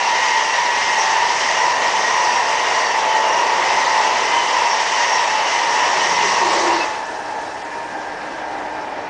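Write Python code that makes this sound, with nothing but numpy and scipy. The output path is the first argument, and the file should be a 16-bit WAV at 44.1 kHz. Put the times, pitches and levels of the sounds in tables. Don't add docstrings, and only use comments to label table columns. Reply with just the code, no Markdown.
import sys
import numpy as np
from scipy import signal
from scipy.fft import rfft, irfft, next_fast_len
from scipy.io import wavfile
from scipy.ndimage import uniform_filter1d

SR = 44100
rng = np.random.default_rng(int(sys.argv[2]) if len(sys.argv) > 2 else 0)


def store_wav(level_fs):
    pcm = np.round(np.clip(np.atleast_2d(level_fs), -1, 1) * 32767)
    wavfile.write(sys.argv[1], SR, pcm.T.astype(np.int16))


def volts_from_decibels(level):
    exponent = np.asarray(level, float) / 20
    return 10 ** exponent


N = 400869
T = np.arange(N) / SR

SLOWING = .0042
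COACH_S = .58
LAST_COACH_S = 6.5
JOINT_S = 0.18
# time in seconds, hidden share from 0 to 1.
BRIDGE_SHADE = [
    (6.74, 0.02),
    (6.9, 0.26),
    (7.05, 0.88),
]
# time abreast in seconds, weight in dB, wheel roughness in dB,
# level of the coming song in dB, gust in dB.
JOINTS = [(.27, -2.5, -2.5, -28, -0.5), (.86, -0.5, -3.5, -28, -0.5), (1.43, -0.5, -1.5, -31.5, 0.5),
          (2.02, 1.5, .5, -39.5, 0.5), (2.6, -1.5, -0.5, -32, -1), (3.18, 0.5, 2, -43, -3.5),
          (3.73, 1, 0.5, -29, -.5), (4.33, 1, 0.5, -28, -.5), (4.98, -3, -1.5, -33.5, 0.5),
          (5.53, -.5, 0, -28.5, -0.5), (6.21, 2.5, -1.5, -29.5, 1.5), (6.68, 2, 4, -43.5, 2)]

ZONES = [
    (100, 450),
    (450, 850),
    (2150, 3600),
    (5700, 9000),
]
# frequency in Hz, level in dB per Hz.
NEAR_SPECTRUM = [(15, -60.5), (25, -39), (187, -27), (316, -22), (396, -15.5), (801, -8), (931, -3.5),
                 (1390, -15.5), (1880, -12.5), (2360, -13.5), (2810, -16), (4200, -20), (5680, -15.5),
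                 (8290, -32.5), (10100, -53), (13200, -88.5), (22000, -120)]
# frequency in Hz, level in dB per Hz.
FAR_SPECTRUM = [(15, -58), (25, -25), (196, -20.5), (301, -14.5), (427, -8.5), (864, -4.5), (1110, -8.5),
                (1460, -8.5), (1620, -6.5), (2240, -13.5), (2680, -15), (3710, -21), (5410, -21.5),
                (8710, -36), (10100, -42), (13200, -77), (22000, -120)]
# frequency in Hz, width in Hz, lift in dB.
NEAR_HUMPS = [(974, 180, 2), (1930, 250, 6.5), (2880, 360, 2.5), (5440, 500, 1)]
# frequency in Hz, width in Hz, lift in dB.
FAR_HUMPS = [(298, 54, 5), (640, 28, 6), (860, 200, 5), (1740, 350, 0.5)]
# frequency in Hz, share from 0 to 1.
FOLLOW = [(60, .1), (250, .9), (650, 0.4), (1100, 0.5), (1500, 1), (2800, .6), (4200, .6), (6300, 0.98),
          (9000, 0)]
# mean level in dB, swell at a joint in dB, its lag in seconds,
# unsteadiness in dB.
IN_VIEW = [
    (-37, 0.5, -.05, 0.2),
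    (-24.5, -0.46, -.02, 0.94),
    (-29, .8, .01, 0.32),
    (-33.5, 1.5, 0.049, 0.05),
]
RUSH_FOLLOWS = (-0.16, .05, .12)
# start of the drop in seconds, its length in seconds, level at 8 s in dB,
# growth in dB per second, share of the far roar's return, slowness of the start (exponent).
HIDDEN = [
    (6.75, 0.15, -39, 1, 1.1, 1.7),
    (6.66, 0.36, -32.5, -0.5, .9, 1.6),
    (6.754, 0.44, -43.5, 0, .3, 1.4),
    (6.64, 0.49, -49.5, -4.5, .1, 1.05),
]
# time in seconds, level in dB.
FAR_RETURN = [(7.1, 1.5), (7.4, 1), (7.7, 0), (8.0, 1.5), (8.3, 1.5), (8.6, 1.5), (9.09, 1.5)]

# frequency at the first speed in Hz, width in Hz.
SONG_TONES = [
    (889, 4.5),
    (965, 11),
    (1905, 20),
    (2096, 13),
    (1803, 16),
]
SONG_BED_DB = [-36.5, -32, -44.5, -46.5, -47]
# time in seconds, half length in seconds, level in dB.
LEAVING_SONG = [(0.23, 0.214, -23.5), (0.41, 0.06, -25.5), (1.06, 0.17, -22.5), (1.61, 0.066, -24),
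                (1.91, 0.14, -26.5), (2.25, 0.064, -23), (2.52, 0.11, -25), (3.14, 0.17, -19.5),
                (3.52, 0.069, -23.5), (3.73, 0.052, -26.1), (4.0, 0.11, -20), (4.55, 0.071, -23.5),
                (4.75, 0.046, -24.5), (5.35, 0.06, -22), (5.55, .05, -27), (5.75, 0.067, -24.5),
                (5.95, .06, -31), (6.15, .06, -30), (.75, .08, -35), (1.35, 0.11, -32), (2.8, 0.088, -31),
                (3.35, 0.074, -33), (4.3, .12, -35), (4.95, .08, -28), (5.15, .06, -24.5),
                (6.56, 0.045, -27.8), (6.86, 0.14, -25)]
# time in seconds, half length in seconds, level in dB.
ABREAST_SONG = [(0.11, 0.09, -22.5), (0.35, 0.057, -24), (0.67, 0.085, -20.5), (1.26, 0.079, -20),
                (1.7, 0.072, -21.5), (2.28, 0.181, -23.5), (3.38, 0.12, -22), (3.86, 0.054, -22.5),
                (4.07, 0.053, -32), (4.4, .1, -25), (4.65, 0.066, -20), (4.15, .1, -35), (2.45, .05, -31),
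                (3.05, .1, -31), (3.6, .08, -34), (4.8, 0.035, -27), (5.04, 0.067, -22.5),
                (5.25, 0.059, -23.5), (5.69, 0.082, -24.5), (5.91, 0.12, -26), (6.21, 0.054, -24),
                (6.43, 0.069, -20), (6.71, 0.061, -22)]
# time in seconds, half length in seconds, level in dB.
OCTAVE_SONG = [(0.29, 0.28, -27), (0.9, 0.19, -26.5), (1.55, 0.091, -28), (1.84, 0.065, -25.5),
               (2.07, 0.068, -24), (2.55, 0.3, -30.5), (2.85, 0.046, -32), (3.17, 0.041, -25.5),
               (3.48, 0.267, -34.5), (3.91, 0.16, -32), (4.61, 0.15, -32), (5.1, 0.12, -27),
               (5.72, 0.15, -31), (6.03, 0.031, -24.5), (6.34, 0.16, -30)]
# time in seconds, half length in seconds, level in dB.
LOW_OCTAVE_SONG = [(.2, .06, -35), (.57, .12, -32.5), (1.2, 0.16, -29.5), (1.78, 0.18, -30.5),
                   (2.4, .12, -34.5), (2.9, .07, -31), (3.9, 0.11, -38), (5.3, .07, -33), (5.802, .1, -31),
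                   (6.76, .1, -33)]
# frequency at the first speed in Hz, width in Hz, level in dB,
# point of the coach where it is loudest from 0 to 1, swing in dB.
FAINT_TONES = [(791, 6.9, -43, .95, 10.5), (1023, 12, -33.5, 0.77, 5), (1148, 25, -50, .15, 3.5),
               (2017, 68, -40, 0, 2), (2723, 45, -41, 0.02, 7), (2874, 46, -41, 0.7, 4),
               (3090, 30, -43, 0.39, 4.5), (4650, 21, -52.5, 0.95, 11), (4850, 78, -49.5, 1, -1.5)]

# frequency at the first speed in Hz, width in Hz, level in dB.
RIM_TONES = [
    (5675, 65, -4),
    (5900, 300, -6),
]
# time in seconds, half length in seconds, level in dB.
RIM_FLARES = [(0.08, 0.022, -32), (0.54, 0.18, -34), (1.01, 0.021, -23), (1.16, 0.34, -42),
              (1.61, 0.036, -30), (2.21, 0.123, -30.5), (2.37, 0.032, -33), (2.81, 0.18, -34),
              (3.35, 0.054, -29), (4.24, 0.095, -42), (4.73, 0.053, -26.5), (5.13, 0.055, -27),
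              (5.7, 0.046, -32), (5.86, 0.12, -32), (6.07, 0.077, -30), (6.32, 0.042, -31)]
# frequency in Hz, width in Hz, level in dB, swell in dB, share of the gust.
GAP_WHISTLE = (6220, 230, -43, 7, 1.2)

# frequency in Hz, width in Hz, level in dB.
CHIRR = [(8720, 170, -63.5), (9715, 70, -74), (8125, 30, -80)]
# frequency in Hz, width in Hz, level in dB.
WIRE_HISS = (9500, 360, -57)

# time in seconds, length in seconds, frequency in Hz, width in Hz, level in dB.
SQUEALS = [(2.17, .07, 1037, 30, -25), (2.33, 0.065, 4650, 110, -38), (2.76, 0.043, 4640, 60, -38),
           (2.88, .04, 4530, 60, -32), (3.55, 0.14, 375.5, 30, -36.5), (4.3, 0.08, 375, 56, -36.5),
           (4.396, 0.096, 3017, 51, -27.5), (5.5, 0.16, 2970, 81, -32.5), (5.45, 0.14, 2700, 170, -35),
           (6.03, 0.04, 3005, 11, -31), (6.05, 0.15, 378, 36, -36.5), (6.214, 0.18, 180, 19, -42),
           (6.259, 0.036, 388, 30, -28.5), (6.45, 0.28, 1097, 40, -27), (6.7, .07, 1040, 47, -26),
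           (6.55, 0.12, 4330, 690, -30), (6.825, 0.024, 2620, 29, -26), (6.92, .07, 2615, 18, -42),
           (6.73, .03, 2780, 80, -33), (3.13, .06, 3010, 25, -34), (3.88, .04, 4700, 40, -36),
           (5.5, 0.058, 1002, 50, -27), (5.85, .05, 2990, 31, -31), (6.77, .04, 4400, 700, -31.5)]
# time in seconds, length in seconds, frequency in Hz, width in Hz,
# level in dB.
GROWL = [(6.57, 0.049, 540, 22, -29), (6.71, 0.09, 342, 14, -24.5), (6.6, 0.12, 365, 56, -30),
         (6.46, .035, 365, 45, -29)]

# frequency at 8 s in Hz, width in Hz.
FADING_TONES = [
    (307, 6),
    (858, 6),
    (1599, 6),
    (2401, 3),
    (926, 6),
    (800, 6),
    (737, 6),
]
FADING_BED_DB = [-55, -51, -48.5, -61, -54, -45, -44]
# time in seconds, half length in seconds, level in dB.
HUM_SWELLS = [(7.48, 0.129, -47), (7.96, 0.07, -44), (8.27, 0.071, -44.2), (8.55, 0.33, -40)]
# seconds, seconds, dB.
SONG_SWELLS = [(7.0, 0.057, -32.6), (7.4, 0.16, -33), (8.49, 0.16, -41), (8.79, 0.082, -33)]
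# seconds, seconds, dB.
OCTAVE_SWELLS = [(7.34, 0.14, -44), (7.95, 0.13, -41.1), (8.32, 0.26, -38.5), (8.74, 0.047, -42)]
# seconds, seconds, dB.
THIN_SWELLS = [(7.62, .08, -54), (7.8, 0.13, -47), (8.2, 0.1, -51), (8.5, 0.09, -50), (8.78, .1, -49),
               (9.16, 0.24, -46)]
# seconds, seconds, dB.
UPPER_SWELLS = [(7.3, 0.22, -33.5), (7.62, 0.081, -38), (7.8, 0.037, -32), (9.05, .1, -40)]
# seconds, seconds, dB.
LOWER_SWELLS = [(7.3, 0.092, -37), (8.0, 0.1, -35.5), (8.53, 0.091, -32)]
# seconds, seconds, dB.
LOWEST_SWELLS = [(7.35, 0.087, -45), (8.55, 0.18, -39), (8.95, 0.21, -38)]
# frequency at 8 s in Hz, width in Hz, level in dB, growth in dB per second.
WEAK_TONES = [(600, 14, -40, 9), (1705, 13.4, -48, -5.5), (1740, 20, -46.5, -4.5), (1043, 14, -50, -4.5),
              (1826, 13, -46.5, 1), (2000, 9.1, -49.5, 2), (2620, 20, -57, -5), (5507, 30, -71, 2)]

# time in seconds, lowest and highest frequency in Hz.
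DROPOUT = (7.638, 5200, 6500)
CEILING_HZ = 10130


def in_time(rows):
    s, *columns = np.transpose(rows)
    return np.array([np.interp(T, s, column) for column in columns])


def bells(rows):
    coarse = T[::100]
    total = sum(height * np.exp(-((coarse - s) / max(half, .02)) ** 2) for s, half, height in rows)
    return np.interp(T, coarse, total)


def swells(rows, bed_db):
    power = bells([(s, half, volts_from_decibels(db) ** 2) for s, half, db in rows])
    return np.sqrt(volts_from_decibels(bed_db) ** 2 + power)


def joints(lag):
    return bells([(s + lag, JOINT_S, 1) for s, *_ in JOINTS])


def chance(rate_hz):
    r = np.exp(-40 * np.pi * rate_hz / SR)
    noise = rng.standard_normal(N // 20 + 3002)
    slow = signal.lfilter([1], [1, -2 * r, r * r], noise)[3000:]
    return slow / slow.std()


def filled(slow, span=slice(None)):
    return np.interp(np.arange(N)[span] / 20, np.arange(len(slow)), slow)


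def drift(rate_hz):
    return filled(chance(rate_hz))


def tone(hz, width_hz, steady=0, span=slice(None)):
    wander = chance(width_hz) + 1j * chance(width_hz)
    evened = wander * (2 ** .5 / abs(wander)) ** steady
    wander = filled(evened, span)
    turns = np.cumsum((hz * np.ones(N))[span]) / SR
    phase = (2 * np.pi * (turns % 1)).astype(np.float32)
    out = np.zeros(N)
    out[span] = wander.real * np.cos(phase) - wander.imag * np.sin(phase)
    return out


def colour(points, humps, hz):
    points_hz, points_db = np.transpose(points)
    db = np.interp(np.log(hz), np.log(points_hz), points_db)
    for at, width, lift_db in humps:
        db = db + lift_db / (1 + ((hz - at) / width * 2) ** 2)
    return volts_from_decibels(db)


def zone_levels():
    weight_db, rough_db, song_db, gust_db = in_time(JOINTS)
    rush_db = np.dot(RUSH_FOLLOWS, [rough_db, gust_db, song_db - song_db.mean()])
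    far_return_db = in_time(FAR_RETURN)[0]
    levels = []
    for own_db, in_view, behind in zip([weight_db, rough_db, rush_db, gust_db], IN_VIEW, HIDDEN):
        db, swell_db, lag, loose_db = in_view
        start, takes, far_db, growth_db, share, slowness = behind
        near = db + own_db + swell_db * joints(lag)
        far = far_db + growth_db * (T - 8) + share * far_return_db
        hidden = np.sin(np.pi / 2 * np.clip((T - start) / takes, 0, 1)) ** slowness
        levels.append(near + hidden * (far - near) + loose_db * drift(16.0))
    return np.array(levels)


def roar(shade, patchy_db):
    size = next_fast_len(N)
    hz = np.maximum(np.arange(size // 2 + 1) * SR / size, 1)
    colours = np.array([colour(NEAR_SPECTRUM, NEAR_HUMPS, hz), colour(FAR_SPECTRUM, FAR_HUMPS, hz)])
    both = colours * rfft(rng.standard_normal((2, size)))
    mix = np.sqrt([1 - shade, shade])
    power = []
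    for lo, hi in ZONES:
        band = both[:, (hz > lo) & (hz < hi)]
        power.append(2 * np.sum(abs(band) ** 2, axis=1) / size ** 2)
    gains_db = zone_levels() - 10 * np.log10(np.array(power) @ mix ** 2)
    centres = np.log2([lo * hi for lo, hi in ZONES]) / 2
    follow_hz, follow_share = np.transpose(FOLLOW)
    dropping = np.minimum(bells([(6.9, .3, 2)]), 1)
    gust = drift(6.3)
    out = 0
    for octave in np.arange(13, 41) / 3:
        window = np.cos(np.pi / 2 * np.clip(3 * (np.log2(hz) - octave), -1, 1)) ** 2
        place = np.interp(octave, centres, np.arange(len(ZONES)))
        low = min(int(place), len(ZONES) - 2)
        level_db = gains_db[low] + (place - low) * (gains_db[low + 1] - gains_db[low])
        calm_db = uniform_filter1d(level_db, size=SR // 4)
        follow = np.maximum(np.interp(octave, np.log2(follow_hz), follow_share), dropping)
        level_db = calm_db + follow * (level_db - calm_db)
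        flicker_db = patchy_db * min(place, 2.2) * (0.4 * gust + drift(18.0))
        noise = np.sum(mix * irfft(both * window, size)[:, :N], axis=0)
        out = out + volts_from_decibels(level_db + flicker_db) * noise
    return out


def rail_song(speed, shade):
    coaches = np.cumsum(speed) / SR / COACH_S
    coming_song = [(s, 0.59 * JOINT_S, db) for s, _, _, db, _ in JOINTS]
    songs = [LEAVING_SONG, ABREAST_SONG, OCTAVE_SONG, coming_song, LOW_OCTAVE_SONG]
    strong = np.zeros(N)
    for (hz, width), rows, bed_db in zip(SONG_TONES, songs, SONG_BED_DB):
        strong += volts_from_decibels(0.56) * swells(rows, bed_db) * tone(hz * speed, width, steady=0.99)
    out = strong * np.sqrt(1 - shade ** 2)
    ending = np.clip((LAST_COACH_S - T) * 10, .2, 1)
    for hz, width, db, at, swing_db in FAINT_TONES:
        uneven_db = 2.0 * drift(5.4)
        level_db = db + uneven_db + swing_db * np.cos(2 * np.pi * (coaches - at))
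        out += volts_from_decibels(level_db) * tone(hz * speed, width) * ending * (1 - shade)
    return out


def wheel_rims(speed, shade):
    rims = sum(volts_from_decibels(db) * tone(hz * speed, width, steady=0.25) for hz, width, db in RIM_TONES)
    flaring = volts_from_decibels(2) * swells(RIM_FLARES, bed_db=-48) * rims
    hz, width, db, swell_db, share = GAP_WHISTLE
    whistle_db = db + swell_db * joints(0.033) + share * in_time(JOINTS)[3]
    whistle = volts_from_decibels(whistle_db) * tone(hz * speed, width)
    ending = np.clip((LAST_COACH_S + 0.22 - T) * 2.4, .1, 1)
    return (flaring + whistle) * ending * (1 - shade)


def chirr():
    sinking_db = -4.5 * np.maximum(T - 8, -1)
    return sum(volts_from_decibels(db + sinking_db + 2 * drift(5.0)) * tone(hz, width) for hz, width, db in CHIRR)


def overhead_wire(shade):
    hz, width, db = WIRE_HISS
    return volts_from_decibels(db) * tone(hz, width) * (1 - shade)


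def squeals_and_growl():
    out = np.zeros(N)
    for rows, fall in [(SQUEALS, 0), (GROWL, .17)]:
        for s, length, hz, width, db in rows:
            span = slice(int((s - 4 * length) * SR), int((s + 4 * length) * SR))
            swell = volts_from_decibels(db) * bells([(s, length * 2 ** .5, 1)])
            out += swell * tone(hz * (1 - fall * (T - s)), width, steady=0.26, span=span)
    return out


def receding_train(shade):
    beyond = slice(np.argmax(shade > 0), N)
    sink = 1 - .003 * (T - 8)
    swell_tables = [HUM_SWELLS, SONG_SWELLS, OCTAVE_SWELLS, THIN_SWELLS,
                    UPPER_SWELLS, LOWER_SWELLS, LOWEST_SWELLS]
    out = np.zeros(N)
    for (hz, width), rows, bed_db in zip(FADING_TONES, swell_tables, FADING_BED_DB):
        out += volts_from_decibels(1.0) * swells(rows, bed_db) * tone(hz * sink, width, steady=0.96, span=beyond)
    for hz, width, db, growth_db in WEAK_TONES:
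        level_db = db + growth_db * (T - 8.5) + 2 * drift(2.6)
        out += volts_from_decibels(level_db) * tone(hz * sink, width, steady=0.17, span=beyond)
    return shade * out


def scene():
    shade = np.clip(in_time(BRIDGE_SHADE)[0], 0, 1)
    speed = 1 - SLOWING * T
    mix = roar(shade, patchy_db=0.5448)
    mix = mix + rail_song(speed, shade)
    mix = mix + wheel_rims(speed, shade)
    mix = mix + chirr()
    mix = mix + overhead_wire(shade)
    mix = mix + squeals_and_growl()
    mix = mix + receding_train(shade)
    return mix[None]


def dropouts(x, top_share, edge_share):
    hz, s, cells = signal.stft(x, SR, nperseg=256, noverlap=192)
    odds = top_share * np.clip((hz / 3600 - 1) / 1.6, 0, 1)
    luck = rng.random((43, len(s) // 5 + 1))
    luck = np.repeat(np.repeat(luck, 3, axis=0), 5, axis=1)
    skipped = luck[:len(hz), :len(s)] < odds[:, None]
    ceiling_hz = CEILING_HZ - 1100 * np.clip(1 - luck[0, :len(s)] / edge_share, 0, 1)
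    skipped |= hz[:, None] > ceiling_hz + 100
    at, lo, hi = DROPOUT
    skipped |= ((hz > lo) & (hz < hi))[:, None] & (abs(s - at) < .012)
    kept = signal.istft(cells * ~skipped, SR, nperseg=256, noverlap=192)[1][:, :N]
    low_pass = signal.ellip(14, .3, 65, CEILING_HZ, fs=SR, output="sos")
    return signal.sosfiltfilt(low_pass, kept)


def top_cut(x):
    return signal.sosfilt(signal.butter(12, 10280, fs=SR, output="sos"), x)


def record(dry):
    rounded = 1.5 * np.tanh(dry / 1.5)
    thinned = dropouts(rounded, top_share=.085, edge_share=.25)
    return top_cut(thinned)


dry = scene()
out = record(dry)
store_wav(out)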